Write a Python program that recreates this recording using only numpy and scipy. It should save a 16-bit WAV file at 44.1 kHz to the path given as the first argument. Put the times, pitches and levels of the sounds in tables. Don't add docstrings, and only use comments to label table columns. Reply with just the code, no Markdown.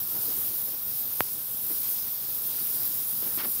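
import sys
import numpy as np
from scipy import signal
from scipy.fft import rfft, irfft, next_fast_len
from scipy.io import wavfile
from scipy.ndimage import uniform_filter1d, map_coordinates

SR = 44100
rng = np.random.default_rng(int(sys.argv[2]) if len(sys.argv) > 2 else 0)


def undo_db(level):
    steps = np.asarray(level, float) / 20
    return 10 ** steps


def master(y):
    cut = np.clip(np.atleast_2d(y).T, -1, 1)
    pcm = np.round(cut * 32767)
    wavfile.write(sys.argv[1], SR, pcm.astype(np.int16))


N = 158760

# (time [s], jet strength [dB], shoulder [dB], body [dB], echo depth [0-1])
TORCH_MOVES = [(0.0, -31, -10.5, -18.5, 0.69), (0.23, -30, -5.5, -15.5, 0.76), (0.56, -31, -7.5, -16, 0.77),
               (0.78, -31, -11, -19.5, 1), (1.15, -31.5, -6.5, -15.5, 1), (1.53, -33.5, -6, -16.5, 0.9),
               (1.72, -28.5, -7.5, -19, 1), (1.79, -30, -7.5, -16, 0.9), (2.26, -33, -9, -14.5, 0.79),
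               (2.37, -31, -8, -17.5, 0.9), (2.6, -31, -6.5, -14, 0.9), (2.87, -28.5, -10, -17.5, 1),
               (3.05, -31, -4, -14.5, 0.98), (3.2, -30, -9.5, -18.5, 0.9), (3.36, -30.5, -5, -16.5, 0.9),
               (3.42, -32, -9, -12.5, 0.9), (3.47, -31, -5, -17, 1), (3.6, -30.5, -4.5, -16.5, 0.9)]
# (frequency [Hz], level [dB per Hz])
JET_TONE = [(1180, -23), (2000, -26), (5160, -15), (8220, -18), (8890, -16.5), (9690, -11.5), (11800, -11),
            (13800, -0.5), (15700, -4)]
# (center [Hz], width [Hz], boost [dB])
JET_HUMPS = [(5370, 440, 1), (6560, 97, 0), (8300, 320, 5), (9800, 400, 4.5), (10870, 500, 3.5),
             (12800, 600, 5), (14600, 700, 3)]
# (center [Hz], width [Hz], change [dB])
ECHO_NOTCHES = [(3950, 200, -2), (6020, 200, -4), (7000, 120, -7), (8620, 130, -5), (9060, 130, -6),
                (11700, 250, 3.5)]
# (frequency [Hz], level [dB per Hz])
ROAR_TONE = [(15, -58), (25, -25), (68, -4.5), (115, 1), (374, -6), (604, -10.5), (1370, -11),
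             (2220, -24.5), (3000, -19), (3900, -7), (6600, -120)]
# (start [s], length [s], level [dB], brightness [0-1])
POOL_PUFFS = [(.14, 0.042, -47, 0), (.28, .03, -52, .3), (0.67, 0.028, -51.5, 0), (0.733, 0.023, -46.5, 0),
              (1.697, 0.031, -49, .3), (2.058, 0.031, -50.5, 0.3), (3.224, .013, -47, 0),
              (3.269, .015, -50, .35), (3.21, .17, -48, 0.22), (1.66, .1, -53, .01), (3.374, .01, -37, .03),
              (3.376, .064, -37, .9), (3.432, .02, -40, .6), (3.445, .016, -37.5, .7), (.1, .75, -54, .03),
              (3.456, .015, -38, .05), (3.468, .03, -47, .02)]
# (frequency [Hz], level [dB])
DULL_TONE = [(40, -70), (80, -22), (150, -4.5), (300, 1.5), (500, -2.5), (1000, -13), (2500, -19),
             (4000, -60)]
# (frequency [Hz], level [dB])
BRIGHT_TONE = [(150, -70), (400, -20), (700, -9), (950, -1), (2000, -3), (4000, -7.5), (5600, -6.5),
               (6500, -50)]
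# (time [s], low edge [Hz], high edge [Hz])
SIDE_PATCHES = [(.03, 11000, 13200), (.216, 6200, 7700), (.68, 5100, 6900), (1.098, 6900, 8300),
                (1.934, 9600, 11800), (1.934, 4200, 5700), (2.027, 4700, 5700), (3.165, 13800, 15700),
                (3.165, 8300, 9700), (3.165, 4700, 6300), (3.536, 13800, 15200), (3.536, 6900, 8300)]

BODY_HZ, BODY_FOLLOWS = 7300, 0.7
SHOULDER_HZ, SHOULDER_FOLLOWS = 12500, 0.75


def unit(x):
    return x / np.sqrt(np.mean(x ** 2) + 1e-20)


def along(points, hz):
    f, value = np.transpose(points)
    return np.interp(np.log(hz + 1), np.log(f + 1), value)


def wobble(rate, size=N):
    last = N * rate / SR
    return map_coordinates(rng.standard_normal(int(last + 4)), [np.linspace(0, last, size)])


def filtered(x, response):
    m = next_fast_len(N + SR // 2)
    return irfft(rfft(x, m) * response(np.fft.rfftfreq(m, 1 / SR)), m)[..., :N]


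def below(hz, edge_hz):
    return 1 / (1 + (hz / edge_hz) ** 24)


def rush(shape_db, patchy_db, tall, wide):
    hz, t, z = signal.stft(rng.standard_normal(N), SR, nperseg=512)
    patches = uniform_filter1d(rng.standard_normal(z.shape), tall, 0)
    patches = unit(uniform_filter1d(patches, wide, 1))
    gain_db = shape_db(hz[:, None], t) + patchy_db * patches
    x = signal.istft(z * undo_db(gain_db), SR, nperseg=512)[1]
    return unit(x[:N])


def hiss_tone_db(hz, t):
    s, _, shoulder_db, body_db, depth = np.transpose(TORCH_MOVES)
    body = BODY_FOLLOWS * np.interp(t, s, body_db - body_db.mean()) * below(hz, BODY_HZ)
    shoulder = SHOULDER_FOLLOWS * np.interp(t, s, shoulder_db - shoulder_db.mean())
    shoulder = shoulder * below(hz, SHOULDER_HZ) / (1 + (BODY_HZ / (hz + 1)) ** 24)
    tone = along(JET_TONE, hz) + shoulder + body
    for center, width, db in JET_HUMPS:
        tone = tone + db * np.exp(-.5 * ((hz - center) / width) ** 2)
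    echo = np.interp(t, s, depth)
    for center, width, db in ECHO_NOTCHES:
        depth_now = echo + .25 * wobble(3.94, size=len(t))
        center_now = center * (1 + 0.018 * wobble(6.17, size=len(t)))
        tone = tone + db * depth_now * np.exp(-.5 * ((hz - center_now) / width) ** 2)
    return tone


def flutter_db():
    return .5 * wobble(8.24) + 0.55 * wobble(24.97) + 0.57 * wobble(120)


def jet_hiss(strength_db):
    jet = rush(hiss_tone_db, 0.98, tall=14, wide=12)
    body = filtered(jet, lambda hz: below(hz, BODY_HZ))
    fluttering = undo_db(flutter_db()) * body + undo_db(flutter_db()) * (jet - body)
    return undo_db(strength_db + 3.2) * fluttering


def flame_roar(strength_db):
    roar_db, follows = -20, 0.95
    mean_db = strength_db.mean()
    lumps_db = follows * (strength_db - mean_db) + 0.79 * wobble(4.77) + 0.87 * wobble(30.02)
    roar = undo_db(lumps_db) * rush(lambda hz, t: 0 * hz * t, 0.98, tall=4, wide=8)
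    roar = filtered(roar, lambda hz: undo_db(along(ROAR_TONE, hz)))
    return undo_db(mean_db + roar_db) * unit(roar)


def flame():
    s, level_db = np.transpose(TORCH_MOVES)[:2]
    strength_db = np.interp(np.arange(N) / SR, s, level_db)
    return jet_hiss(strength_db) + flame_roar(strength_db)


def rough_noise(tone):
    noise = filtered(rng.standard_normal(N), lambda hz: undo_db(along(tone, hz)))
    return unit(noise) * undo_db(1.3 * wobble(250))


def puffs():
    t = np.arange(N) / SR
    dull, bright = rough_noise(DULL_TONE), rough_noise(BRIGHT_TONE)
    out = np.zeros(N)
    for start, length, db, share in POOL_PUFFS:
        share = np.clip(share, 0, 1)
        progress = np.clip((t - start) / length, 0, 1)
        swell = np.sin(np.pi * progress ** 0.72) ** 0.91
        out += undo_db(db) * swell * (np.sqrt(1 - share) * dull + np.sqrt(share) * bright)
    return out


def pop():
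    pop_s, pop_db, kick_s, rebound_s, rebound = 1.20652, -3.6, .000106, .00024, .1
    ring_hz, ring_db, ring_t60 = 14400, -11, 0.0038
    thud_hz, thud_db, thud_t60 = 105, -39, .05
    cut_hz, cut_width_hz = 105, 55
    t = np.clip(np.arange(N) / SR - pop_s, 0, None)
    u, v = t / kick_s, t / rebound_s
    blast = (u ** 3 - 3 * u ** 2) * np.exp(-u) + rebound * v ** 2 * np.exp(-v)
    blast = filtered(blast, lambda f: -f * f / (cut_hz ** 2 - f * f + 1j * f * cut_width_hz))
    ring = undo_db(ring_db - 60 * t / ring_t60) * np.sin(2 * np.pi * ring_hz * t)
    thud = undo_db(thud_db - 60 * t / thud_t60) * np.sin(2 * np.pi * thud_hz * t)
    return undo_db(pop_db) * blast + ring - thud


def scene():
    return np.tile(flame() + puffs() + pop(), (2, 1))


def side_patches(x):
    patch_s, patch_db = .022, -3.5
    side, half = np.zeros(N), round(.75 * patch_s * SR)
    fade = np.clip(3 - 3 * np.abs(np.linspace(-1, 1, 2 * half)), 0, 1)
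    hz = np.fft.rfftfreq(2 * half, 1 / SR)
    for s, low, high in SIDE_PATCHES:
        middle = round(s * SR)
        at = slice(middle - half, middle + half)
        scrambled = np.abs(rfft(x[at])) * np.exp(2j * np.pi * rng.random(half + 1))
        side[at] += undo_db(patch_db) * fade * irfft(scrambled * (hz > low) * (hz < high))
    return side


def microphone_band(hz):
    low_cut_hz, top_hz, skirt_hz, skirt_db = 56, 15750, 15900, -26
    top = np.where(hz < top_hz, 1, undo_db(skirt_db) * (hz < skirt_hz))
    return top / np.sqrt(1 + (low_cut_hz / (hz + 1)) ** 6)


def top_cut(x):
    return signal.sosfilt(signal.butter(12, 16640, fs=SR, output="sos"), x)


def record(dry):
    side = side_patches(dry[0])
    mix = filtered(dry + [side, -side], microphone_band)
    return top_cut(mix)


dry = scene()
out = record(dry)
master(out)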